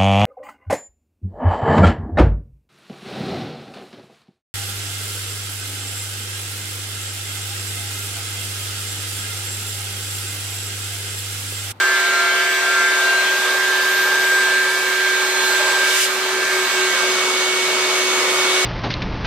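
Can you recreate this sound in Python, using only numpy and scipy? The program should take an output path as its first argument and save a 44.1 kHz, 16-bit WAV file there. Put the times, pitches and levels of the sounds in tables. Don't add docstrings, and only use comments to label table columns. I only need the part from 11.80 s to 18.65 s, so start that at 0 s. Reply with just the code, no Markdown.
import sys
import numpy as np
from scipy import signal
from scipy.io import wavfile
from scipy.ndimage import uniform_filter1d

SR = 44100
rng = np.random.default_rng(int(sys.argv[2]) if len(sys.argv) > 2 else 0)


def dump(signal):
    limited = np.clip(np.atleast_2d(signal).T, -1, 1)
    pcm = np.round(limited * 32767).astype(np.int16)
    wavfile.write(sys.argv[1], SR, pcm)


N = 302085

# time in seconds, progress from both machines (0) to the vacuum alone (1).
HANDOVER = [(0, 0), (4.52, 0), (5.4, 1), (6.85, 1)]

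FLOW_BANDS = [(450, 1200), (2400, 4000), (8700, 13000)]
# time in seconds, relative level of roar, rush and hiss in dB.
FLOW_LEVELS = [(0, -31.5, -28.5, -38.5), (1, -30.5, -28.5, -37), (1.9, -29, -28, -36.5),
               (2.4, -30, -27, -36), (3, -30.5, -29.5, -37), (3.45, -31.5, -27.5, -36),
               (3.9, -28.5, -25.5, -35), (4.1, -30.5, -25.5, -33.5), (4.35, -30.5, -30, -36),
               (5, -29, -25, -35.5), (5.65, -28.5, -24.5, -35.5), (6.85, -27, -23.5, -34)]
GUST_DEPTH_DB = [0.72, 0.18, 0.55]
GULP_CHANGE_DB = [-4, 3.5, 8.5]
# frequency in Hz, relative level in dB.
AIR_SHAPE = [(30, -46), (65, -35), (115, -40), (135, -26), (230, -21.5), (310, -18), (450, -7), (750, -9.5),
             (1100, -2), (2100, -1.5), (3500, -4), (8000, -12.5), (13600, -23.5), (14300, -18),
             (14700, -33), (15600, -60)]
AIR_SHAPE_ALONE = [(30, -44), (65, -30), (115, -27), (135, -21), (230, -13.5), (310, -11.5), (480, 1),
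                   (750, -6), (1250, 1.5), (2100, -1.5), (3500, -2.5), (8000, -11), (14300, -25),
                   (15600, -32)]
# centre in Hz, width in Hz, boost in dB.
RESONANCES = [(136.5, 12.5, 7), (181, 20, 5.5), (255.3, 14, 10.5), (339, 18, 8.5), (624, 200, 4.5),
              (896, 87, 3), (3610, 120, 4), (6570, 150, 2)]
# frequency in Hz, ripple in dB before scaling by the handover.
HOSE_RIPPLE = [(300, -2.5), (800, 5.5), (1250, 7), (1800, 2.5), (3000, 2.5)]
# peak time and length in seconds, centre and width in Hz, boost in dB.
AIR_FLARES = [(.58, 0.16, 3100, 150, 11), (1.483, 0.084, 3250, 500, 8.5), (3.9, 0.76, 604, 90, 5.5),
              (3.9, 0.53, 880, 170, 6), (4.2, 0.23, 2880, 300, 6), (4.21, .12, 15300, 1000, 22),
              (4.208, 0.11, 8660, 4000, 1.5)]
# frequency in Hz, depth in dB.
PATCH_DEPTH = [(300, 0.5), (3000, 1.5), (8000, 0.76), (13000, 1)]
# frequency in Hz, coherence from 0 to 1.
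AIR_COHERENCE = [(30, .93), (60, .98), (130, 1), (330, 0.98), (640, 0.94), (1400, 0.71), (2500, 0.48),
                 (5000, 0.18), (15000, 0.05)]
# frequency in Hz, pan in dB. Pan is always left level minus right.
AIR_PAN = [(130, 0), (400, 1), (700, -1), (1300, -1), (2400, -2), (4400, -.7), (15000, -.5)]
# time in seconds, lag of the air at the left microphone in microseconds.
AIR_LAG = [(0, 3), (2.5, 13), (4.5, 43), (6.85, 67)]

VACUUM_ORDERS = [1, 6, 17.6, 22]
# time in seconds, speed in Hz.
VACUUM_SPEED = [(0, 374.7), (2.1, 374.5), (3.5, 374), (4.1, 374.4), (4.3, 376.6), (4.55, 375.5),
                (5.3, 374.3)]
VACUUM_SPEED_ALONE = [(4.5, 370.85), (5.6, 370.76), (6.85, 370.5)]
# time in seconds, level of each vacuum order in dB.
VACUUM_LEVELS = [(0, -35, -46, -38, -48), (1.5, -33.5, -41, -40, -50), (2.2, -31.5, -39, -47, -44),
                 (3, -31.5, -37, -43.5, -44), (3.65, -29.5, -34.5, -34, -48), (4.2, -33, -36, -45, -41),
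                 (4.45, -29, -43, -49, -54)]
VACUUM_LEVELS_ALONE = [(5.4, -28, -27.5, -35.5, -37.5), (6.72, -26, -27, -33, -38)]
# pan in dB and left lead in radians beside the spindle, then the same alone.
VACUUM_STEREO = [(2, 0.14, .3, 0.26), (11, 0.76, -4, 0.53), (-1, 3.76, -5, -2.5), (8, 2.1, 2, -1.8)]

# time in seconds, then level, pan and second upper sideband in dB.
BEARING_WHINE = [(0, -20, -1, -34.5), (.5, -20.5, 0.5, -29), (1.15, -20, 1, -34), (1.4, -18.5, 3, -34),
                 (1.65, -21, -3, -56.5), (2.3, -18.5, -1, -38), (2.55, -17, -1, -33),
                 (2.78, -19.5, -2.5, -29), (3.1, -22.5, -5, -35), (3.27, -21, -3.5, -35),
                 (3.5, -26, -9, -36), (3.65, -20.5, -7, -36), (3.88, -21, -7, -44), (4.05, -21.5, -3, -32),
                 (4.16, -26.5, -6, -31), (4.26, -33.5, -19, -39), (4.45, -30.5, -6, -42),
                 (4.65, -23, -2, -31), (5, -26.5, -6, -47), (5.28, -23.5, -3, -36), (5.39, -36, -1, -37.5)]
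SIDEBAND_ORDERS = [(1, -1), (1, 1), (1, 3), (2, 0), (3, 0), (6, 0), (7, 0), (9, 0)]
# level in dB, pan in dB, left lead in radians.
SIDEBAND_MIX = [(-44, -4, 0), (-42.5, -11, -0.73), (-44, -5, 0.37), (-41.5, 0, 0), (-44, 7, 0.11),
                (-64, -3, 0), (-54, 1, 0), (-63, -5, 0)]
# time in seconds, whine of the motor slots in dB, fifth harmonic of the bearing in dB.
HIGH_WHINES = [(0, -46, -41), (.35, -45, -42), (.7, -41, -43.5), (1, -48, -41), (1.45, -49, -43),
               (1.75, -35, -50), (2.05, -39, -48), (2.4, -42, -40), (2.75, -46, -46), (3.1, -41, -43),
               (3.4, -46, -46), (3.7, -40, -42), (3.88, -50, -35), (4.1, -46, -48), (4.75, -44, -43),
               (5.35, -49, -44)]

# time in seconds, speed in Hz.
SHAFT_SPEED = [(0, 344.7), (1.2, 344.3), (1.35, 344.45), (1.65, 347.2), (1.8, 346.75), (2.8, 346.35),
               (3.2, 345.95), (3.6, 346.35), (4.0, 345.55), (5.4, 345.55)]
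# time in seconds, bite of the flutes in the wood from 0 to 1.
FLUTE_BITE = [(0, .7), (.25, 1), (1.35, 1), (1.5, 0), (6.85, 0)]
LOUD_ORDERS = [4, 5, 6, 12, 40]
# pan in dB, left lead in radians.
LOUD_STEREO = [(-1.5, .2), (-2.5, 0.45), (1.5, -1.65), (1, -1.4), (1, 1.5)]
# time in seconds, fourth and sixth order in dB.
CUT_CHATTER = [(0, -29, -38), (.15, -30, -27), (.27, -28, -36), (.36, -22.5, -32), (.5, -26.5, -27),
               (.62, -27.5, -29), (.78, -36, -27), (.87, -26, -39), (1, -24, -33), (1.12, -32, -32),
               (1.22, -33, -39), (1.36, -32, -38), (1.44, -42, -44)]
# time in seconds, fifth and twelfth order in dB.
TRAVEL_LEVELS = [(0, -29, -40), (.13, -23, -43), (.27, -36, -35), (.4, -29, -33), (.52, -35, -34),
                 (.65, -26, -44), (.85, -36, -38), (1, -24.5, -39), (1.15, -27, -43), (1.35, -52, -34),
                 (1.6, -36, -39), (2.2, -30, -44), (2.65, -27, -39), (3.1, -33, -34.5), (3.6, -31, -33.5),
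                 (4.2, -36, -36), (4.8, -31.5, -37.5), (5.35, -39, -47)]
FAINT_ORDERS = [2, 3, 7, 8, 9, 10, 11, 13.84, 14, 18, 20.25, 24.66]
# level cutting, level running free and pan in dB, left lead in radians.
FAINT_MIX = [(-34, -60, -2, 1.54), (-40.5, -42, -4, 0.5), (-47, -47, -8, -0.5), (-40.5, -46.5, -14, 1),
             (-47, -51.5, 7, 5), (-42, -48, 8, 1.5), (-47, -41, 0, 8), (-43, -49.5, -1, 2.5),
             (-45, -57, -3, 1.5), (-46, -44, -7, 2), (-55, -57, 0, 2), (-60, -59, -12, 16)]

GULP_S, GULP_RISE_S, GULP_HOLD_S, GULP_FALL_S = 4.05, .17, 0.029, 0.028
HOSE_SPACING_HZ, TOP_HZ = 77.7, 15650
BEAT_S = 4.885
BALL_PASSES_PER_TURN = 4.585
FREE_FOURTH_DB, FREE_SIXTH_DB, LIFT_S = -42.5, -55, .05


def gain_of(db):
    return np.exp(np.asarray(db) * (np.log(10) / 20))


def unit_rms(x):
    return x / np.sqrt(np.mean(x ** 2) + 1e-20)


def over_frequency(points, hz):
    f, value = np.transpose(points)
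    return np.interp(np.log(hz + 1), np.log(f + 1), value)


def curves(rows, t=np.arange(N) / SR):
    times, *columns = np.transpose(rows)
    return [np.interp(t, times, column) for column in columns]


def drift(fastest_hz):
    t = np.arange(0, N + 256, 256) / SR
    rates = np.geomspace(.8, fastest_hz, num=16)
    slow = sum(np.sin(2 * np.pi * (f * t + rng.random())) / np.sqrt(f) for f in rates)
    return np.interp(np.arange(N) / SR, t, unit_rms(slow))


def tone(hz, db, pan_db, lead_rad, waver_db, wobble_rad, start_turns=None):
    if start_turns is None:
        start_turns = rng.random()
    phase = 2 * np.pi * (np.cumsum(hz) / SR + start_turns) + wobble_rad * drift(20)
    shared_db = db + waver_db * drift(16)
    return np.array([np.sqrt(2) * gain_of(shared_db + side * pan_db / 2 + 0.46 * waver_db * drift(6.7))
                     * np.sin(phase + side * lead_rad / 2) for side in (1, -1)])


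def airflow_db(t):
    rise = (t - GULP_S) / GULP_RISE_S
    fall = 1 - (t - GULP_S - GULP_RISE_S - GULP_HOLD_S) / GULP_FALL_S
    gulp = np.clip(np.minimum(rise, fall), 0, 1)
    gusts = np.array([db * np.interp(t, np.arange(N) / SR, drift(12)) for db in GUST_DEPTH_DB])
    return np.array(curves(FLOW_LEVELS, t)) + np.outer(GULP_CHANGE_DB, gulp) + gusts


def air_spectrum_db(hz, t):
    alone, = curves(HANDOVER, t)
    shape_db = np.outer(over_frequency(AIR_SHAPE, hz), 1 - alone)
    shape_db += np.outer(over_frequency(AIR_SHAPE_ALONE, hz), alone)
    shape_db += sum(db / (1 + (2 * (hz - f) / width) ** 2) for f, width, db in RESONANCES)[:, None]
    ripple = over_frequency(HOSE_RIPPLE, hz) * np.cos(2 * np.pi * hz / HOSE_SPACING_HZ)
    shape_db += np.outer(ripple, 0.19 + 0.84 * alone)
    power = gain_of(shape_db) ** 2
    band_db = [10 * np.log10(power[(hz > low) & (hz < high)].sum(0)) for low, high in FLOW_BANDS]
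    band_index = over_frequency([(800, 0), (3000, 1), (10000, 2)], hz)
    band_weights = np.clip(1 - abs(band_index[:, None] - np.arange(3)), 0, 1)
    shape_db += band_weights @ (airflow_db(t) - band_db)
    flare_db = sum(db * np.exp(-np.add.outer((2 * (hz - f) / width) ** 2, (2 * (t - at) / length) ** 2))
                   for at, length, f, width, db in AIR_FLARES)
    return shape_db + flare_db


def vacuum_air():
    frames, hz = N // 512 + 5, np.fft.rfftfreq(2048, 1 / SR)
    t = np.arange(frames) * 512 / SR
    level_db = air_spectrum_db(hz, t)
    left_re, left_im, diffuse_re, diffuse_im, patches = rng.standard_normal((frames, len(hz), 5)).T
    patches = unit_rms(uniform_filter1d(uniform_filter1d(patches, 20, axis=0), 6, axis=1))
    level_db += over_frequency(PATCH_DEPTH, hz)[:, None] * patches
    left, diffuse = left_re + 1j * left_im, diffuse_re + 1j * diffuse_im
    coherence = over_frequency(AIR_COHERENCE, hz)[:, None]
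    lag_us, = curves(AIR_LAG, t)
    advance = np.exp(2j * np.pi * np.outer(hz, lag_us) / 1e6)
    right = coherence * left * advance + np.sqrt(1 - coherence ** 2) * diffuse
    pan = gain_of(over_frequency(AIR_PAN, hz) / 2)[:, None]
    spectra = np.array([left * pan, right / pan]) * gain_of(level_db)
    return gain_of(2.0) * signal.istft(spectra, nperseg=2048, noverlap=1536)[1][:, :N]


def vacuum_motor(speed, levels, stereo_columns, turns_at_beat):
    hz, = curves(speed)
    start = turns_at_beat - hz[:round(BEAT_S * SR)].sum() / SR
    return sum(tone(k * hz, db, *stereo[stereo_columns], waver_db=0.11 * k, wobble_rad=0.034 * k,
                    start_turns=k * start)
               for k, stereo, db in zip(VACUUM_ORDERS, VACUUM_STEREO, curves(levels)))


def spindle_bearing(shaft_hz, fifth_db):
    ball_hz = BALL_PASSES_PER_TURN * shaft_hz
    level_db, pan_db, upper_db = curves(BEARING_WHINE)
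    whine = tone(ball_hz, level_db, pan_db, lead_rad=0, waver_db=0.96, wobble_rad=0.13)
    whine += tone(5 * ball_hz, fifth_db, pan_db=0, lead_rad=.2, waver_db=3.2, wobble_rad=0.6)
    whine += tone(ball_hz + 2 * shaft_hz, upper_db, pan_db=-2.1, lead_rad=.3, waver_db=1, wobble_rad=.3)
    sidebands = sum(tone(h * ball_hz + k * shaft_hz, *mix, waver_db=-0.2, wobble_rad=0.86 + 0.17 * h)
                    for (h, k), mix in zip(SIDEBAND_ORDERS, SIDEBAND_MIX))
    return whine + sidebands


def router_spindle():
    shaft_hz, = curves(SHAFT_SPEED)
    bite, = curves(FLUTE_BITE)
    fourth_db, sixth_db = curves(CUT_CHATTER)
    fifth_db, twelfth_db = curves(TRAVEL_LEVELS)
    slots_db, bearing_fifth_db = curves(HIGH_WHINES)
    cut_end_s = CUT_CHATTER[-1][0]
    lifted = np.clip((np.arange(N) / SR - cut_end_s) / LIFT_S, 0, 1)
    fourth_db += lifted * (FREE_FOURTH_DB - fourth_db)
    sixth_db += lifted * (FREE_SIXTH_DB - sixth_db)
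    loud_db = [fourth_db, fifth_db, sixth_db, twelfth_db, slots_db]
    loud = sum(tone(k * shaft_hz, db, *stereo, waver_db=1.46 + .04 * k, wobble_rad=0.11 + 0.018 * k)
               for k, db, stereo in zip(LOUD_ORDERS, loud_db, LOUD_STEREO))
    faint = sum(tone(k * shaft_hz, bite * cut_db + (1 - bite) * free_db, *stereo,
                     waver_db=1.7, wobble_rad=0.48)
                for k, (cut_db, free_db, *stereo) in zip(FAINT_ORDERS, FAINT_MIX))
    return loud + faint + spindle_bearing(shaft_hz, bearing_fifth_db)


def scene():
    fade = np.pi / 2 * curves(HANDOVER)[0]
    leaving, arriving = np.clip(np.cos(fade) - 1e-9, 0, 1), np.sin(fade)
    faster_hum = vacuum_motor(VACUUM_SPEED, VACUUM_LEVELS, slice(0, 2), turns_at_beat=0)
    slower_hum = vacuum_motor(VACUUM_SPEED_ALONE, VACUUM_LEVELS_ALONE, slice(2, 4), turns_at_beat=0.57)
    hum = leaving ** .6 * faster_hum + arriving ** 0.59 * slower_hum
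    spindle = leaving ** 0.27 * router_spindle()
    return vacuum_air() + hum + spindle


def record(dry):
    lowpass = signal.firwin(511, TOP_HZ, window=("kaiser", 9), fs=SR)
    return signal.oaconvolve(dry, lowpass[None], "same")


dry = scene()
out = record(dry)
dump(out)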